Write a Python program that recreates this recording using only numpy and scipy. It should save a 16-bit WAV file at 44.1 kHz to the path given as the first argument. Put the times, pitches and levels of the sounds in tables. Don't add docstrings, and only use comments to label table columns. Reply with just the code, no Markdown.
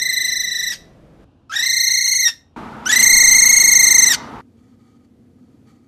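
import sys
import numpy as np
from scipy import signal
from scipy.fft import rfft, irfft, next_fast_len
from scipy.io import wavfile
from scipy.ndimage import uniform_filter1d, minimum_filter1d, map_coordinates

SR = 44100
rng = np.random.default_rng(int(sys.argv[2]) if len(sys.argv) > 2 else 0)


def makeup_ratio(level_db):
    decades = np.asarray(level_db, float) / 20
    return 10 ** decades


def generate_wav(signal):
    frames = np.transpose(np.atleast_2d(signal))
    scaled = np.clip(frames, -1, 1) * 32767
    pcm = np.round(scaled).astype(np.int16)
    wavfile.write(sys.argv[1], SR, pcm)


N = 258867

# (time [s], sag pitch [Hz], next crest pitch [Hz], crest level [dB],
# beak opening [dB], hoarseness [dB])
FIRST_CALL = [
    (-0.026, 1870, 2050, -19, 10, -45),
    (0.01, 1792, 2083, -17, -2, -44),
    (0.082, 1803, 2070, -17.5, -2.5, -40.5),
    (0.197, 1755, 2049, -16.5, -2, -39),
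    (0.311, 1774, 2040, -19, 4.5, -48.5),
    (0.466, 1748, 1995, -20.5, 1, -47),
    (0.659, 1744, 2012, -19, 1, -40),
    (0.696, 1732, 1917, -20, 1.5, -36),
    (0.724, 1782, 1637, -33, 6.5, -14),
]
SECOND_CALL = [
    (1.495, 1305, 1264, -32, -12.5, -27.5),
    (1.519, 1334, 1640, -20, -26, -21.5),
    (1.549, 1537, 1886, -12.5, -5.5, -20.5),
    (1.652, 1799, 2115, -11, -0.5, -48.5),
    (2.071, 1901, 2168, -12, 7.5, -64),
    (2.144, 1920, 2166, -13.5, 7.5, -60.5),
    (2.221, 1890, 2083, -11, 2, -50),
    (2.253, 1880, 1887, -11, 1, -39),
    (2.292, 1780, 1868, -24.5, -3, -16.5),
]
THIRD_CALL = [
    (2.854, 1221, 1527, -15.5, -30, -25.5),
    (2.917, 1626, 1962, -7.5, -7.5, -26.5),
    (2.986, 1818, 2109, -8, 0, -25.5),
    (3.124, 1875, 2140, -6, 1.5, -55.5),
    (3.594, 1886, 2165, -8, 2.5, -52.5),
    (4.014, 1821, 2115, -9.5, 3, -44.5),
    (4.056, 1802, 2054, -11, 1.1, -44),
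    (4.098, 1790, 1859, -11.5, 0.5, -34.5),
    (4.137, 1531, 1525, -21, 1, -15.5),
]
THROBS_PASSED = [
    [0, 1, 3, 6, 9, 13, 18, 19, 20],
    [0, 1, 3, 6, 18, 20, 22, 23, 24],
    [0, 2, 4, 8, 21, 32, 33, 34, 35],
]
# (time [s], pitch [Hz], level [dB])
CALL_ENDS = [
    (.749, 1500, -47),
    (2.32, 1740, -58),
    (4.156, 1370, -25),
]
# (time [s], hoarseness [dB])
CRACKS = [(.272, -35.5), (.311, -38), (.428, -37), (.619, -32), (.658, -38.5), (1.617, -30.5),
          (1.652, -35.5), (1.69, -38.5), (1.76, -42), (1.896, -34), (1.934, -39), (2.07, -31.5),
          (2.108, -44), (2.143, -30), (3.02, -22.5), (3.338, -31), (3.484, -32), (3.592, -34.5),
          (4.058, -31.5)]


def throbs(k):
    points = (FIRST_CALL, SECOND_CALL, THIRD_CALL)[k]
    passed = THROBS_PASSED[k]
    count = np.arange(passed[-1] + 1)
    rows = np.array([np.interp(count, passed, column) for column in np.transpose(points)]).T
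    scatter_hz, scatter_db, end_hoarse_db = 16, 0.06, -20
    scatter = [0, scatter_hz, scatter_hz, scatter_db, scatter_db, 0]
    rows = rows + rng.standard_normal(rows.shape) * scatter
    for s, hoarse_db in CRACKS:
        rows[np.abs(rows[:, 0] - s) < .012, 5] = hoarse_db
    s, hz, db = CALL_ENDS[k]
    return np.vstack([rows, [s, hz, hz, db, rows[-1, 4], end_hoarse_db]])


# (frequency [Hz], level [dB])
BEAKS = [
    [(1300, -16), (2050, -4.5), (3000, -10), (4100, -2), (5300, -9.5), (6200, -8), (7600, -24.5),
     (8200, -12.5), (10300, -31), (12300, -12.5), (14000, -29)],
    [(1300, -2.5), (2100, -11), (2700, -10.5), (4200, -5.5), (5300, -4.5), (6400, -13.5), (7900, -21.5),
     (8500, -19.5), (10500, -32), (12600, -18), (14000, -31)],
    [(1300, -7.5), (2100, -5.5), (2700, -9), (4200, -5.5), (5300, -3), (6400, -3), (8500, -10.5),
     (10600, -21), (12700, -10), (14000, -22)],
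]
TRILLS = [(1.6, 0.94), (1.75, 0.94), (1.15, 1.048)]
# (strength [dB], fading in a full sag [dB])
OVERTONES = [(0.5, 8.5), (-0.5, 21.5), (1.5, 16), (0.5, 15), (-1.5, 32), (-3, 28), (-2.5, 31), (-7.5, 32),
             (-16.5, 31.5)]


def call(k):
    s, low, crest, db, opening, hoarse_db = np.transpose(throbs(k))
    beak = BEAKS[k]
    narrow, fading = TRILLS[k]
    t = np.arange(N) / SR
    place = np.interp(t, s, np.arange(len(s)))
    row = np.minimum(place.astype(int), len(s) - 2)
    climb = np.clip((low[row + 1] - low[row]) / 200, 0, 1)
    late = .88 + .12 * climb
    arch = np.abs(np.sin(np.pi * np.clip(place - row, 0, 1) ** late))
    middle = np.append((s[1:] + s[:-1]) / 2, s[-1])

    depth = (crest + np.append(crest[0], crest[:-1])) / 2 - low
    fullness = np.clip(np.interp(t, s, depth) / 270 + 0.69 * climb, .1, 1.4)
    dropout = 0.52 / (1 + np.exp((arch - .56) / 0.065))
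    sag = fullness * (0.32 * (1 - arch) + dropout)
    hoarse = makeup_ratio(np.clip(np.interp(t, s, hoarse_db), -66, -16)) * (1 - arch) ** 1.1

    rise = crest[row] - (low[row] + low[row + 1]) / 2
    jitter = 1 + 0.0012 * wobble(150) + 0.14 * np.sqrt(hoarse) * wobble(600)
    pitch = (np.interp(t, s, low) + rise * arch ** narrow) * jitter
    turn = 2 * np.pi * np.cumsum(pitch) / SR
    half_pitch = 0.41 * np.cos(turn / 2) + np.cos(3 * turn / 2)
    voice = makeup_ratio(1.5) * hoarse * half_pitch

    effort_db = np.interp(t, middle, db)
    thin_db = 0.41 * (effort_db - db.max()) * (t < s.mean())
    for n, (strength_db, fade_db) in enumerate(OVERTONES, start=1):
        colour = along(beak, n * pitch) + strength_db - fade_db * fading * sag
        colour += (n - 1) ** 0.41 * thin_db
        if n in (3, 5, 7):
            colour += np.interp(t, middle, opening)
        lag = .2 * (n - 3) ** 2
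        level = makeup_ratio(colour + (1.0 + 0.26 * n) * wobble(70))
        voice += level * np.cos(n * turn - lag) * (n * pitch < 14500)

    air = breath(beak)
    voice += makeup_ratio(2.0) * hoarse * air
    gate = np.clip(np.minimum(t - s[0], s[-1] - t) / 0.0034, 0, 1)
    rasp = makeup_ratio(rasp_level(k, s[-1]) + 3.6 * wobble(250)) * air
    rasp *= (t > s[0]) * (t < s[-1] + .06)
    return np.sqrt(2) * makeup_ratio(effort_db) * gate * voice + rasp


def breath(beak):
    def throat(hz):
        return makeup_ratio(along(beak, hz) * 0.47) / (1 + (1100 / (hz + 1)) ** 4) / (1 + (hz / 9800) ** 6)
    return unit(filtered(rng.standard_normal(N), throat))


RASP_DB = [-49, -65, -40.5]
# (time [s], peak [dB], rise [dB/s], fall [dB/s])
FLARES = [
    (0.741, -34, 279.5, 798),
    (1.65, -40.5, 71.5, 401.5),
    (2.282, -28, 902.5, 765),
    (2.92, -21.5, 356.5, 251),
    (4.142, -18.5, 423, 944),
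]


def rasp_level(k, end_s):
    t = np.arange(N) / SR
    levels = [np.where(t < end_s, RASP_DB[k], -120)]
    for s, db, rise, fall in FLARES:
        levels.append(db - np.where(t < s, rise * (s - t), fall * (t - s)))
    return np.max(levels, axis=0)


# (level [dB], near walls [dB], t60 at 2 kHz [s], t60 at 10 kHz [s])
ROOMS = [(-9, 8.5, 0.41, 0.31), (-6, 14.5, 0.29, .25), (-19.5, 1, 0.69, 0.18)]


def room(x, k):
    db, near_db, low_t60, high_t60 = ROOMS[k]
    hz, t, z = signal.stft(rng.standard_normal(SR // 2), SR, nperseg=256)
    t60 = along([(2000, low_t60), (10000, high_t60)], hz)[:, None]
    decay = makeup_ratio(-60 * t / t60) + makeup_ratio(near_db - 60 * t / 0.06)
    tail = signal.istft(z * decay, SR, nperseg=256)[1]
    answer = signal.fftconvolve(np.pad(x, (180, 0)), tail / np.linalg.norm(tail))[:N]
    return x + makeup_ratio(db) * answer


# (time [s], length [s], level at first [dB], level at last [dB])
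SCUFFS = [
    (4.419, .01, -66, -76),
    (4.525, .008, -76, -74),
    (4.575, .18, -66.5, -71),
    (4.795, 0.18, -68.5, -68.5),
    (4.988, .062, -78, -67),
    (5.387, 0.16, -73.5, -75),
    (5.674, 0.16, -60.5, -74.5),
    (5.84, .04, -71, -75),
]


def scuff_level():
    t = np.arange(N) / SR
    still_db, edge_db_per_s = -84, 900
    levels = [np.full(N, still_db)]
    for s, length, first, last in SCUFFS:
        outside = np.maximum(0, np.maximum(s - t, t - s - length))
        levels.append(np.interp(t, [s, s + length], [first, last]) - edge_db_per_s * outside)
    return np.max(levels, axis=0)


# (frequency [Hz], width [Hz], level [dB])
FURNITURE = [(772.7, 49, -10.5), (1247, 35, -5), (1955, 210, -20.5), (2310, 44, -16), (3180, 420, -25.5),
             (4500, 160, -20), (6526, 1600, -29.5)]


def scuffs():
    def wood(f):
        ring = 0
        for k, (c, w, db) in enumerate(FURNITURE):
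            ring = ring + (-1) ** k * makeup_ratio(db) * 1j * f * w / (c * c - f * f + 1j * f * w)
        return ring
    rub = rng.standard_normal(N) * makeup_ratio(1.58 * wobble(50))
    return makeup_ratio(scuff_level() + 2.0) * unit(filtered(rub, wood))


# (frequency [Hz], density [dB per Hz])
HUMS = [
    [(15, -23), (25, -5.5), (48, 0), (82, -8), (168, 0.5), (286, -9), (326, -6), (372, -10), (584, -10),
     (868, -21), (1400, -24.5), (14000, -52)],
    [(15, -35.5), (25, -21.5), (91, -0.5), (187, -14.5), (271, -5), (344, -17.5), (868, -24), (1230, -30.5),
     (1600, -33.5), (2030, -43.5), (2710, -35), (14000, -64.5)],
    [(15, -54), (25, -27), (48, -6.5), (87, -10.5), (129, -4), (187, -9.5), (225, 2.5), (264, -4),
     (569, -12.5), (684, -11.5), (916, -3.5), (1100, -11), (1260, -6.5), (1600, -17), (14000, -52)],
    [(15, -67), (25, -35), (65, -15), (96, -5), (173, -12), (244, 0), (392, -19.5), (485, -15.5),
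     (554, -27), (722, -29.5), (1070, -36), (2500, -42.5), (4480, -46), (4990, -46), (14000, -55)],
]
# (start [dB], middle [dB], end [dB], swell after opening cut [dB], before closing cut [dB])
HUM_DB = [(-51.5, -51, -49.5, 7, 2.5), (-54, -57, -55, 0.5, 2), (-35.5, -38.5, -36, 0.89, -2),
          (-51.5, -52, -51, 0.5, 1)]


def hum(k):
    start, end = CUTS[k], CUTS[k + 1]
    start_db, middle_db, end_db, opening_db, closing_db = HUM_DB[k]
    swell_s = .035
    air = filtered(rng.standard_normal(N), lambda hz: makeup_ratio(along(HUMS[k], hz)))
    t = np.clip(np.arange(N) / SR, start, end)
    swell_db = opening_db * np.exp((start - t) / swell_s) + closing_db * np.exp((t - end) / swell_s)
    level_db = np.interp(t, [start, (start + end) / 2, end], [start_db, middle_db, end_db])
    return makeup_ratio(level_db + swell_db + 2.0 + 0.98 * wobble(4.6)) * unit(air)


CUTS = [0, 1.246, 2.562, 4.412, 5.88]


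def take(k):
    t = np.arange(N) / SR
    return np.clip(np.minimum(t - CUTS[k] + (k == 0), CUTS[k + 1] - t) / 0.00078, 0, 1)


def unit(x):
    return x / np.sqrt(np.mean(x ** 2) + 1e-20)


def along(points, hz):
    f, v = np.transpose(points)
    return np.interp(np.log(hz + 1), np.log(f + 1), v)


def wobble(rate):
    return map_coordinates(rng.standard_normal(int(N * rate / SR) + 4), [np.arange(N) * rate / SR])


def filtered(x, response):
    m = next_fast_len(N + SR // 2)
    return irfft(rfft(x, m) * response(np.fft.rfftfreq(m, 1 / SR)), m)[:N]


def scene():
    sources = [room(call(k), k) for k in range(3)] + [scuffs()]
    return sum(take(k) * (sources[k] + hum(k)) for k in range(4))[None]


def masked(x):
    mask_db = [(2500, -35), (5000, -35.0), (9500, -27), (10600, -31.5), (11500, -26.5), (13000, -34.0)]
    grain_db = [(2000, -30.5), (6000, -16.5), (10000, -7.5), (14000, -6.5)]
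    hz, _, z = signal.stft(x, SR, nperseg=1024)
    band = uniform_filter1d(uniform_filter1d(np.abs(z) ** 2, size=9, axis=0), size=3, axis=1)
    loudest = -minimum_filter1d(-band, size=81, axis=0)
    grain = signal.stft(rng.standard_normal(N), SR, nperseg=1024)[2]
    grain = grain / np.abs(grain).mean()
    floor = np.sqrt(np.abs(minimum_filter1d(band, size=3, axis=1)))
    z = z + makeup_ratio(along(grain_db, hz))[:, None] * floor * grain
    kept = (band > loudest * makeup_ratio(2 * along(mask_db, hz))[:, None]) | (hz[:, None] < 1400)
    return signal.istft(z * kept, SR, nperseg=1024)[1][:N]


def low_pass(x):
    return signal.sosfilt(signal.butter(12, 14480, fs=SR, output="sos"), x)


def record(dry):
    top, hard, ceiling = 1.03, 4, .995
    x = dry[0] / (1 + np.abs(dry[0] / top) ** hard) ** (1 / hard)
    x = masked(x)
    x = filtered(x, lambda hz: np.clip((14200 - hz) / 600, 0, 1))
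    needed = ceiling / np.maximum(np.abs(x), ceiling)
    x = x * uniform_filter1d(minimum_filter1d(needed, size=128), size=128)
    return low_pass(x[None])


dry = scene()
out = record(dry)
generate_wav(out)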